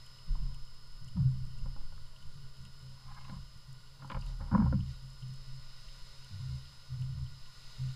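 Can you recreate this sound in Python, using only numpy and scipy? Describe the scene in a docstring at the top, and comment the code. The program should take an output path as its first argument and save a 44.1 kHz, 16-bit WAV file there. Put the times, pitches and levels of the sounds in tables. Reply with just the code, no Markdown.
"""Lake water laps under a hollow floating pontoon, heard by a cased camera resting on its deck.
From the start, waves boom in the hull, trapped air gulps and the float rocks with a low rumble, over
lake hiss, ticking droplets and a thin electronic whine. Near 3 s a jacket is dragged off the deck: it
rasps, squeaks, catches and thumps. From 4 s the biggest waves slap the shell and the float knocks against
its mooring. Then the water settles: far spray swells, and softer booms and gulps close the scene."""
import sys
import numpy as np
from scipy import signal
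from scipy.fft import rfft, irfft
from scipy.io import wavfile
from scipy.ndimage import uniform_filter1d

SR = 44100
rng = np.random.default_rng(int(sys.argv[2]) if len(sys.argv) > 2 else 0)


def put_to_file(sound):
    """Save the sound as 16-bit audio at rate SR, in the file named by the first command-line argument."""
    columns = np.atleast_2d(sound).T  # one column per channel
    safe = np.clip(columns, -1, 1)
    whole_steps = np.round(safe * 32767)
    wavfile.write(sys.argv[1], SR, whole_steps.astype(np.int16))


N = 350902
TIME = np.arange(N) / SR
FREQ = np.maximum(np.fft.rfftfreq(N, 1 / SR), .1)

# Event levels are cue levels; a function's trim_db settings ride on top of them.
# low booms of the float, from waves pushing under it and the jacket's thump near 3.3 s:
# start_s, push_s, hollow_db, hull_db, panel_db
BOOMS = [(0.275, 0.25, -53, -50.5, -56), (0.99, 0.22, -52, -56, -62), (1.145, 0.078, -41, -34.5, -41),
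         (1.21, 0.13, -37, -48, -47), (1.32, 0.15, -43.5, -47, -50.5), (1.56, 0.13, -46.5, -48.5, -58),
         (1.892, 0.12, -59, -54, -66), (2.19, 0.069, -59, -56.5, -61), (2.33, 0.11, -52, -63, -73),
         (2.56, 0.12, -55, -56, -57), (2.8, 0.11, -50.5, -57.5, -61), (3.04, 0.28, -55, -59.5, -64),
         (3.29, 0.075, -46, -47, -47), (3.67, 0.016, -46, -62, -79), (3.99, 0.055, -46.5, -55, -63),
         (4.13, 0.045, -42, -42.5, -41.5), (4.26, 0.082, -47.5, -52, -67), (4.39, 0.058, -48.5, -43, -45),
         (4.51, 0.13, -36.5, -34, -24), (4.61, 0.2, -36, -33, -35), (4.85, 0.034, -46, -50, -69),
         (5.01, 0.039, -45, -61, -63), (5.208, 0.11, -43, -66, -55.5), (5.461, 0.098, -47, -71, -74),
         (6.18, 0.037, -55.5, -62, -74), (6.295, 0.1, -55.5, -53, -52), (6.459, 0.1, -46.5, -43.5, -54),
         (6.892, 0.1, -48, -50, -64), (6.98, 0.26, -42, -46.5, -61), (7.12, 0.11, -47, -43.5, -59),
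         (7.775, 0.1, -50.5, -48.5, -54.5)]
# boom of the air inside the float: pitch_hz, width_hz, gain_db
HOLLOW_MODES = [(130.33, 8.9, -1), (153, 2.2, -13)]
# deep heave of the hull: pitch_hz, width_hz, gain_db
HULL_MODES = [(73.1, 8.9, 6), (96.2, 11.8, 0.78)]
# drumming of the panels: pitch_hz, width_hz, gain_db
PANEL_MODES = [(161.8, 13.8, -3.5), (191.6, 9.7, -2.5)]
# stiff ribs that speak under hard blows: pitch_hz, width_hz, gain_db
RIB_MODES = [(182, 29, 9), (206.7, 23.3, 1), (239, 210, -3)]
# squeezed air pockets: start_s, level_db, first_hz, last_hz, rise_s, hold_s, t60_s
GULPS = [(0.272, -41.5, 156, 135, 0.01, .016, .16), (0.412, -41, 162.7, 131.2, 0.0056, 0.014, 0.51),
         (1.157, -31.5, 186, 176.4, 0.0057, 0.034, 0.19), (1.182, -23, 144.4, 131.3, 0.014, 0.038, .09),
         (1.24, -22.5, 128.8, 132.4, 0.0074, .016, 0.33), (4.511, -30.5, 246, 217, 0.0091, 0.034, 0.044),
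         (4.533, -22.5, 193, 215, 0.0055, 0.0275, 0.031), (4.581, -18.5, 229.5, 195, 0.014, 0.017, 0.073),
         (4.655, -33, 216, 190, .006, 0.038, 0.048), (4.727, -29, 224, 185, 0.0069, 0.029, 0.16),
         (4.739, -29, 137, 117, 0.011, 0.026, 0.075), (6.292, -40.5, 102.3, 96.8, 0.026, 0.12, 0.3),
         (6.36, -35.5, 136, 129.7, 0.063, 0.2, 0.2), (6.88, -38, 132.7, 127, 0.039, 0.1, .1),
         (6.975, -35.5, 132, 128.8, 0.014, 0.073, 0.35), (7.119, -41.5, 137.7, 130.2, 0.015, 0.15, 0.21),
         (7.775, -32, 126, 130.2, 0.025, 0.12, 0.2)]
# rolls as a swell passes under: start_s, length_s, level_db
ROLLS = [(0.26, 0.22, -33), (0.85, 0.14, -40), (1.18, 0.49, -37), (1.6, 0.16, -30.5), (2.2, 0.19, -40.5),
         (2.95, 0.29, -45), (5.33, 0.31, -42.5), (5.8, 0.23, -46.5), (6.95, .9, -46.5)]
# jolts that swing the whole float: start_s, level_db, pitch_hz, t60_s
JOLTS = [(0.293, -18, 30.2, 0.3), (0.412, -22, 33.7, 0.33), (1.37, -40, 29.3, 1), (1.616, -20, 29.7, 0.27),
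         (1.652, -24.5, 31, 0.19), (3.345, -40, 38, 0.89), (4.143, -25.5, 34.8, 0.3),
         (4.228, -34, 36.54, 3.2), (4.56, -39, 37, 1), (5.865, -32, 25.2, 0.22), (6.449, -46, 40.3, 0.54)]
# sharp hits on the shell, from water slaps and the jacket catching on the deck near 3.3 s:
# start_s, crack_db, thump_db, t60_s, cutoff_hz
SHELL_HITS = [(0.35, -50.5, -63, 0.068, 1240), (1.166, -48.5, -39, 0.14, 1400),
              (1.655, -52, -40.5, 0.067, 1120), (1.76, -50.5, -48, 0.078, 1180),
              (1.811, -54, -54, 0.013, 1800), (1.921, -54.5, -67, 0.025, 1600),
              (1.977, -51.5, -64, 0.012, 1700), (3.279, -56, -57, 0.015, 2000),
              (3.293, -43, -42.5, 0.04, 2600), (3.325, -52.5, -45, 0.089, 1500),
              (4.02, -45.5, -53, 0.074, 2000), (4.046, -45, -45, 0.029, 1640),
              (4.098, -34, -66, 0.062, 3500), (4.115, -35.5, -37.5, 0.055, 3800),
              (4.144, -34.5, -54, 0.049, 2820), (4.166, -38, -56, 0.042, 1990),
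              (4.405, -44.5, -47, 0.1, 1700), (4.511, -35.5, -45, 0.072, 1490),
              (4.534, -37, -39, 0.066, 1490), (4.546, -26.5, -26, 0.054, 1400),
              (4.574, -35, -45, 0.037, 1287), (4.597, -35, -34, 0.036, 1410),
              (4.617, -37.5, -25, 0.05, 1500), (4.656, -36, -39, 0.091, 1310),
              (4.723, -41.5, -35, 0.097, 1900), (4.789, -51, -45, 0.016, 1400)]
# ring of the struck shell: pitch_hz, width_hz, gain_db
SHELL_MODES = [(292.5, 23, 6.5), (546, 40, 3.5), (656, 44, -3), (837, 28, 4.5), (970, 117, 6.5),
               (1050, 55, -4), (1254, 62, -2.5), (1377, 49, -0.5), (1700, 190, -21), (2130, 92, -5.5),
               (2830, 180, -11)]
# bumps against the mooring: start_s, hollow_db, shell_db
KNOCKS = [(0.353, -60, -45), (1.658, -53, -47), (1.762, -53.5, -45.5), (4.046, -53, -40), (4.549, -30, -22),
          (4.726, -32, -49)]
# hollow ring of a bump: pitch_hz, width_hz, gain_db
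KNOCK_MODES = [(282, 9.5, 14.5), (520, 36, 4.5), (1374, 51, -1)]
# water churning on the shell: start_s, length_s, level_db
CHURNS = [(0.36, .18, -67), (1.16, .02, -59), (3.99, 0.33, -62), (4.39, 0.17, -56.5), (4.52, .1, -43.5)]
# the jacket's drag and its sharper tugs: start_s, length_s, level_db
SCRAPES = [(2.97, .08, -69.5), (3.05, 0.32, -62.5), (3.095, 0.036, -61.5), (3.158, 0.027, -54.5),
           (3.235, .025, -61), (3.274, .01, -58)]
# rasp of the sliding cloth: pitch_hz, width_hz, gain_db
RASP_MODES = [(850, 150, 0), (1037, 190, 6.5), (1217, 90, -1), (1430, 110, -7), (1640, 95, -3.5),
              (2120, 160, -7.5)]
# the cloth catching on the deck: start_s, length_s, level_db, first_hz, last_hz
SQUEAKS = [(3.052, 0.076, -58, 1032, 1084), (3.095, 0.038, -57, 886, 800), (3.161, 0.033, -59, 1022, 1060),
           (3.161, 0.027, -56, 1660, 1540), (3.185, .055, -65, 2150, 2120), (3.218, 0.044, -64, 1030, 1070),
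           (3.316, 0.03, -50, 1004, 1056), (3.337, .05, -60, 1040, 940)]
# plinking droplets: start_s, peak_db, pitch_hz, t60_s
DROPS = [(0.063, -53, 2980, 0.027), (0.185, -54, 2940, 0.033), (0.543, -55, 2960, .04),
         (1.082, -52, 3000, 0.017), (1.587, -57, 2870, .02), (2.162, -52, 3040, .025),
         (2.223, -55, 3060, 0.023), (2.652, -51, 2930, 0.028), (3.21, -57, 2850, .04),
         (3.244, -55, 2780, 0.035), (3.294, -55, 4000, .03), (4.116, -54, 3900, .04),
         (4.21, -50, 4820, .035), (4.22, -49.5, 2780, .03), (4.264, -55, 2800, .02),
         (4.803, -49.5, 3000, 0.043), (5.223, -52.5, 3015, 0.055), (5.883, -49.5, 2950, 0.027),
         (6.245, -52, 2930, .02), (6.654, -52, 3080, .02), (7.02, -52, 2930, 0.037),
         (7.264, -52, 3040, .025), (7.462, -52.5, 2900, .02)]
# drizzle ticking on the case: start_s, peak_db
TICKS = [(0.063, -52), (0.544, -52), (1.045, -50), (1.084, -55), (1.45, -57), (1.584, -55), (2.651, -51),
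         (3.728, -52.5), (4.262, -52), (4.389, -59), (5.102, -54), (5.338, -54), (6.245, -52), (7.015, -53)]
# ring of a tick: pitch_hz, width_hz, gain_db
TICK_MODES = [(6100, 720, -6), (7080, 690, -1), (8460, 830, -3.5), (10800, 3400, -7)]
# EQ of the open lake's hiss: frequency_hz, gain_db
LAKE_EQ = [(100, 15.5), (330, -3), (750, -8.5), (1100, -1), (1700, -10.5), (2450, -10.5), (3900, -2),
           (4900, -1), (5500, -9.5), (7500, -12.5), (9300, -19.5), (15000, -37.5)]
# EQ of the spray: frequency_hz, gain_db
SPRAY_EQ = [(300, -20.5), (1100, -9.5), (1700, -13), (2500, -7.5), (3100, -12), (3900, 2.5), (4900, 0),
            (5500, -9), (6300, -6), (7500, -16), (9300, -15.5), (15000, -27.5)]
# fader curve of the far spray: time_s, level_db
FAR_SPRAY = [(0, -65.5), (1.0, -75.5), (2.9, -70), (3.25, -66), (3.6, -71.5), (4.7, -72.5), (5.4, -66.5),
             (5.9, -61.5), (6.5, -62), (7.25, -67.5), (7.7, -59.5), (7.96, -60)]
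# spray falling back after the big waves: start_s, length_s, level_db
NEAR_SPRAY = [(4.18, 0.11, -62), (4.82, 0.1, -61)]
# stereo width of the hiss: frequency_hz, side_minus_mid_db
HISS_WIDTH = [(300, -25.5), (1400, -41.5), (2300, -38), (4000, -32), (6000, -20), (10000, -14.5),
              (14000, -14)]
# resonances of the camera case: centre_hz, width_hz, lift_db
CASE_EQ = [(417, 5.3, 17.5), (463.5, 13, 10.5), (548, 29.4, 13.5), (635, 15.6, 14.5), (990, 220, 8.5),
           (1205, 20, 12.5), (1443, 146, 15), (1840, 180, 6), (1955, 62, 10), (2140, 57, 8.5),
           (2906, 430, 10), (3770, 33, 7), (4630, 250, -5.5), (4895, 430, 5.5), (6880, 220, -2),
           (7340, 410, 9.5), (8840, 430, 1)]
# fader curve of the whine's strongest tone: time_s, rms_db
WHINE_FADER = [(0, -63), (1.05, -65.5), (1.35, -68), (1.75, -65.5), (2.15, -72.5), (2.7, -66.5),
               (3.55, -67), (3.7, -70.5), (4.15, -71.5), (4.55, -66.5), (4.95, -67.5), (5.35, -63.8),
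               (6, -64), (7.15, -66.5), (7.7, -65), (7.96, -66.5)]
# the whine's weaker tones: pitch_hz, rms_db
WHINE_TONES = [(3978, -85), (4328, -85), (4409, -75), (4583, -83), (4665, -87), (4792, -84), (4872, -74.5),
               (5044, -84), (5335, -86), (5416, -87), (5590, -88), (6282, -86), (7434, -91), (9916, -83),
               (10088, -86.5), (10174, -88.5), (10460, -94), (10928, -94)]


def booming(hull_trim_db=-1, panel_trim_db=-3, hard_db=-21, slosh_db=1.73, slosh_hz=7):
    """Waves and one jacket thump drive the float's air, hull and panels; hard blows ring its ribs."""
    def ringing(modes):
        return steadied(filtered(noise(), body(modes, order=2)), span_s=0.028)
    def drive(levels_db, t60_s, ripple_db):  # small ripples keep it sounding between booms
        pushes = swells(zip(start_s, push_s, levels_db), rise_s=0.024, t60_s=t60_s)
        return np.hypot(pushes, undb(ripple_db))
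    start_s, push_s, hollow_db, hull_db, panel_db = np.transpose(BOOMS)
    push = drive(hollow_db, t60_s=0.46, ripple_db=-61.5)
    heave = drive(hull_db, t60_s=0.38, ripple_db=-68)
    drum = drive(panel_db, t60_s=0.15, ripple_db=-73)
    boom = push * ringing(HOLLOW_MODES) + undb(hull_trim_db) * heave * ringing(HULL_MODES)
    hardness = np.sqrt(drum / (drum + undb(hard_db)))
    panels = (1 - hardness) * ringing(PANEL_MODES) + hardness * ringing(RIB_MODES)
    drumming = undb(panel_trim_db) * drum * panels
    slosh = undb(slosh_db * wobble(body([(slosh_hz, 9, 0)], order=2)))
    return filtered(slosh * boom + drumming, np.abs(lowpass(hz=268, order=10)))


def gulps(glide_s=0.022, flutter_db=0.6, jitter=0.011):
    """A trapped air pocket rings while the water squeezes it, its wavering pitch gliding to rest."""
    out, t = np.zeros(N), TIME[:SR]
    restless = wobble(body([(37.2, 30, 0)], order=2))
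    for start_s, db, first_hz, last_hz, rise_s, hold_s, t60_s in GULPS:
        flutter, waver = shifted(restless)[:SR], shifted(restless)[:SR]
        glide_hz = last_hz + (first_hz - last_hz) * np.exp(-t / glide_s)
        squeeze = (1 - np.exp(-(t / rise_s) ** 2)) * fading(np.maximum(t - hold_s, 0), t60_s)
        tone = sine(glide_hz * (1 + jitter * waver))
        add(out, start_s, undb(db + flutter_db * flutter) * squeeze * tone)
    return out


def rocking(roll_trim_db=-2, calm_db=-50, jolt_rise_s=0.015):
    """The float wallows in the sub-bass with each roll and swings on its lowest mode after a jolt."""
    wallow = filtered(noise(), body([(6.4, 6.9, 0)]) * lowpass(hz=26.6, order=2))
    roll = np.hypot(swells(ROLLS, rise_s=0.045, t60_s=1.6), undb(calm_db))
    out = undb(roll_trim_db) * roll * steadied(wallow, span_s=0.23)
    t = TIME[:2 * SR]
    attack = 1 - np.exp(-(t / jolt_rise_s) ** 2)
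    for start_s, db, hz, t60_s in JOLTS:
        add(out, start_s, undb(db) * attack * fading(t, t60_s) * np.sin(2 * np.pi * hz * t))
    return out


def shell_hits(shell, thump_trim_db=-2):
    """A water slap or a catch of the jacket cracks on the shell, duller if soft, and thumps the ribs."""
    crack = irfft(shell, N)[:SR // 4]
    thump = irfft(body(RIB_MODES) * body([(202, 590, 0)]) * lowpass(hz=283, order=4), N)
    out = np.zeros(N)
    for start_s, crack_db, thump_db, t60_s, cutoff_hz in SHELL_HITS:
        softened = signal.sosfilt(signal.butter(4, cutoff_hz, fs=SR, output="sos"), crack)
        add(out, start_s, undb(crack_db) * strike(softened, t60_s, rise_s=0.0029))
        add(out, start_s, undb(thump_db + thump_trim_db) * strike(thump, t60_s=0.0021))
    return out


def knocks(shell):
    """A bump on the mooring is one short push that rings the shell and leaves the hull ringing hollow."""
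    def ring(response):
        impulse = irfft(response * lowpass(hz=1530, order=6), N)[:SR // 2]
        return impulse / np.abs(impulse).max()
    hollow = ring(body(KNOCK_MODES) * body([(557, 1000, 0)]))
    crack = ring(shell * body([(960, 430, 0)]))
    out = np.zeros(N)
    for start_s, hollow_db, shell_db in KNOCKS:
        add(out, start_s, undb(hollow_db) * hollow + undb(shell_db) * crack)
    return out


def churning(shell, trim_db=-3):
    """Churning water rattles the shell with a stream of tiny hits."""
    rattle = filtered(grains(per_s=980, spread_db=-1), shell * lowpass(hz=1630, order=4))
    return undb(trim_db) * swells(CHURNS, rise_s=0.01, t60_s=0.32) * steadied(rattle, span_s=0.043)


def jacket_drag(trim_db=-1):
    """Cloth rasps over the deck in dense little slips."""
    rasp = filtered(grains(per_s=420, spread_db=-2.5), body(RASP_MODES, order=2))
    return undb(trim_db) * swells(SCRAPES, rise_s=0.0068, t60_s=0.16) * steadied(rasp, span_s=0.032)


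def jacket_squeaks(trim_db=-2, jitter=0.033):
    """The cloth catches on the deck and sings briefly on a shaky, sliding pitch."""
    out, unsteady = np.zeros(N), wobble(lowpass(hz=220, order=2))
    for start_s, length_s, db, first_hz, last_hz in SQUEAKS:
        along = np.linspace(0, 1, int(length_s * SR))
        shake = 1 + jitter * unsteady[int(start_s * SR):][:len(along)]
        glide_hz = first_hz + (last_hz - first_hz) * along
        add(out, start_s, undb(db + trim_db) * np.sin(np.pi * along) * sine(glide_hz * shake))
    return out


def droplets(fizz_db=-80):
    """Single drops plink briefly, with a faint fizz between them."""
    response = body([(2985, 230, 2.0), (7370, 610, -10)], order=2)
    out = undb(fizz_db) * unit(filtered(grains(per_s=70, spread_db=0.6), response))
    for start_s, db, hz, t60_s in DROPS:
        ring = irfft(body([(hz, 380, 0)], order=2), N)
        add(out, start_s, undb(db) * strike(ring, t60_s))
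    return out


def drizzle(patter_db=-82):
    """Fine drops tick on the case: a few clear ones in a faint random patter."""
    response = body(TICK_MODES, order=2) * lowpass(hz=10000, order=6)
    out = undb(patter_db) * unit(filtered(grains(per_s=79, spread_db=-4.5), response))
    ring = irfft(response, N)
    for start_s, db in TICKS:
        add(out, start_s, undb(db) * strike(ring, t60_s=0.01))
    return out


def lake(bed_db=-62.5, spray_trim_db=1):
    """Distant water hisses; far spray swells slowly and near spray falls back after the big waves."""
    far = undb(np.interp(TIME, *np.transpose(FAR_SPRAY)))
    near = swells(NEAR_SPRAY, rise_s=0.1, t60_s=0.39)
    bed = undb(bed_db) * cased_hiss(LAKE_EQ)
    return bed + undb(spray_trim_db) * np.hypot(far, near) * cased_hiss(SPRAY_EQ)


def cased_hiss(eq):
    """Stereo noise coloured by an EQ and by the camera case, widest in the treble."""
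    def curve(points):
        hz, db = np.transpose(points)
        return undb(np.interp(np.log(FREQ), np.log(hz), db))
    case = undb(sum(db / (1 + (2 * (FREQ - hz) / width_hz) ** 2) for hz, width_hz, db in CASE_EQ))
    mid = filtered(noise(), case * curve(eq))
    side = filtered(noise(), case * curve(eq) * curve(HISS_WIDTH))
    return np.array([mid + side, mid - side]) / mid.std()


def whine(main_hz=5130, wander_rad=0.32, waver_db=1):
    """The camera's electronics sing thin tones: the strongest swells and sinks, the others waver."""
    def tone(hz, db):
        return np.sqrt(2) * undb(db) * np.sin(2 * np.pi * hz * TIME + wander_rad * shifted(wander))
    wander, waver = wobble(lowpass(hz=2.2, order=2)), wobble(lowpass(hz=1.5, order=2))
    main = tone(main_hz, np.interp(TIME, *np.transpose(WHINE_FADER)))
    return main + sum(tone(hz, db + waver_db * shifted(waver)) for hz, db in WHINE_TONES)


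def undb(db):
    """Decibels to gain."""
    return 10 ** (np.asarray(db) / 20)


def unit(x):
    """Scale to rms 1."""
    return x / np.sqrt(np.mean(x ** 2))


def noise():
    """White noise."""
    return rng.standard_normal(N)


def sine(hz):
    """Oscillator that follows a pitch curve."""
    return np.sin(2 * np.pi * np.cumsum(hz) / SR)


def wobble(response):
    """Random modulator with a given spectrum, rms 1."""
    return unit(filtered(noise(), response))


def shifted(x):
    """Loop a modulator from a random point."""
    return np.roll(x, rng.integers(N))


def filtered(x, response):
    """Apply a frequency response."""
    return irfft(rfft(x) * response, N)


def body(modes, order=1):
    """Response of resonances (pitch_hz, width_hz, gain_db); order 2 gives steep skirts."""
    return sum(undb(db) / (1 + 1j * (FREQ / hz - hz / FREQ) * hz / width) ** order
               for hz, width, db in modes)


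def lowpass(hz, order):
    """Response of a causal low-pass."""
    return signal.freqs(*signal.butter(order, 1, analog=True), FREQ / hz)[1]


def steadied(x, span_s):
    """Even out the slow swells of a noise, rms near 1."""
    power = uniform_filter1d(np.abs(signal.hilbert(x)) ** 2 / 2, int(span_s * SR))
    return x / np.sqrt(power + 1e-3 * power.mean())


def fading(t, t60_s):
    """Exponential decay, 60 dB in t60_s."""
    return np.exp(-np.log(1000) * t / t60_s)


def swells(events, rise_s, t60_s):
    """Envelope of events that rise, hold and die away; their powers add."""
    power = np.zeros(N)
    for start_s, length_s, db in events:
        attack = np.clip((TIME - start_s) / rise_s, 0, 1)
        release = fading(np.clip(TIME - start_s - length_s, 0, 2 * t60_s), t60_s)
        power += (undb(db) * attack * release) ** 2
    return np.sqrt(power)


def strike(ring, t60_s, rise_s=0, size=8192):
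    """A burst of contact noise through a body's impulse response, peak 1."""
    t = TIME[:size]
    contact = np.minimum((t + 1 / SR) / (rise_s + 1 / SR), 1) * fading(t, t60_s)
    hit = signal.fftconvolve(rng.standard_normal(size) * contact, ring[:size])[:size]
    return hit / np.abs(hit).max()


def grains(per_s, spread_db):
    """Sparse random clicks of uneven size."""
    clicks = (rng.random(N) < per_s / SR) * noise()
    return clicks * undb(spread_db * np.minimum(rng.exponential(size=N), 4))


def add(out, start_s, x):
    """Mix a sound in at start_s."""
    start = int(start_s * SR)
    out[start:start + len(x)] += x[:N - start]


def scene():
    """Everything sits dead centre except the lake's hiss and spray."""
    shell = body(SHELL_MODES) * body([(970, 3200, 0)])
    deck = booming() + gulps() + rocking() + shell_hits(shell) + knocks(shell)
    deck += jacket_drag() + churning(shell) + jacket_squeaks()
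    return deck + lake() + droplets() + drizzle() + whine()


def record(dry):
    """The microphone adds its own faint noise, and the camera cuts the top above 15.2 kHz."""
    self_noise = undb(-75.8) * noise()
    top_cut = signal.ellip(10, .1, 80, 15200, fs=SR, output="sos")
    return signal.sosfilt(top_cut, dry + self_noise)


dry = scene()
out = record(dry)
put_to_file(out)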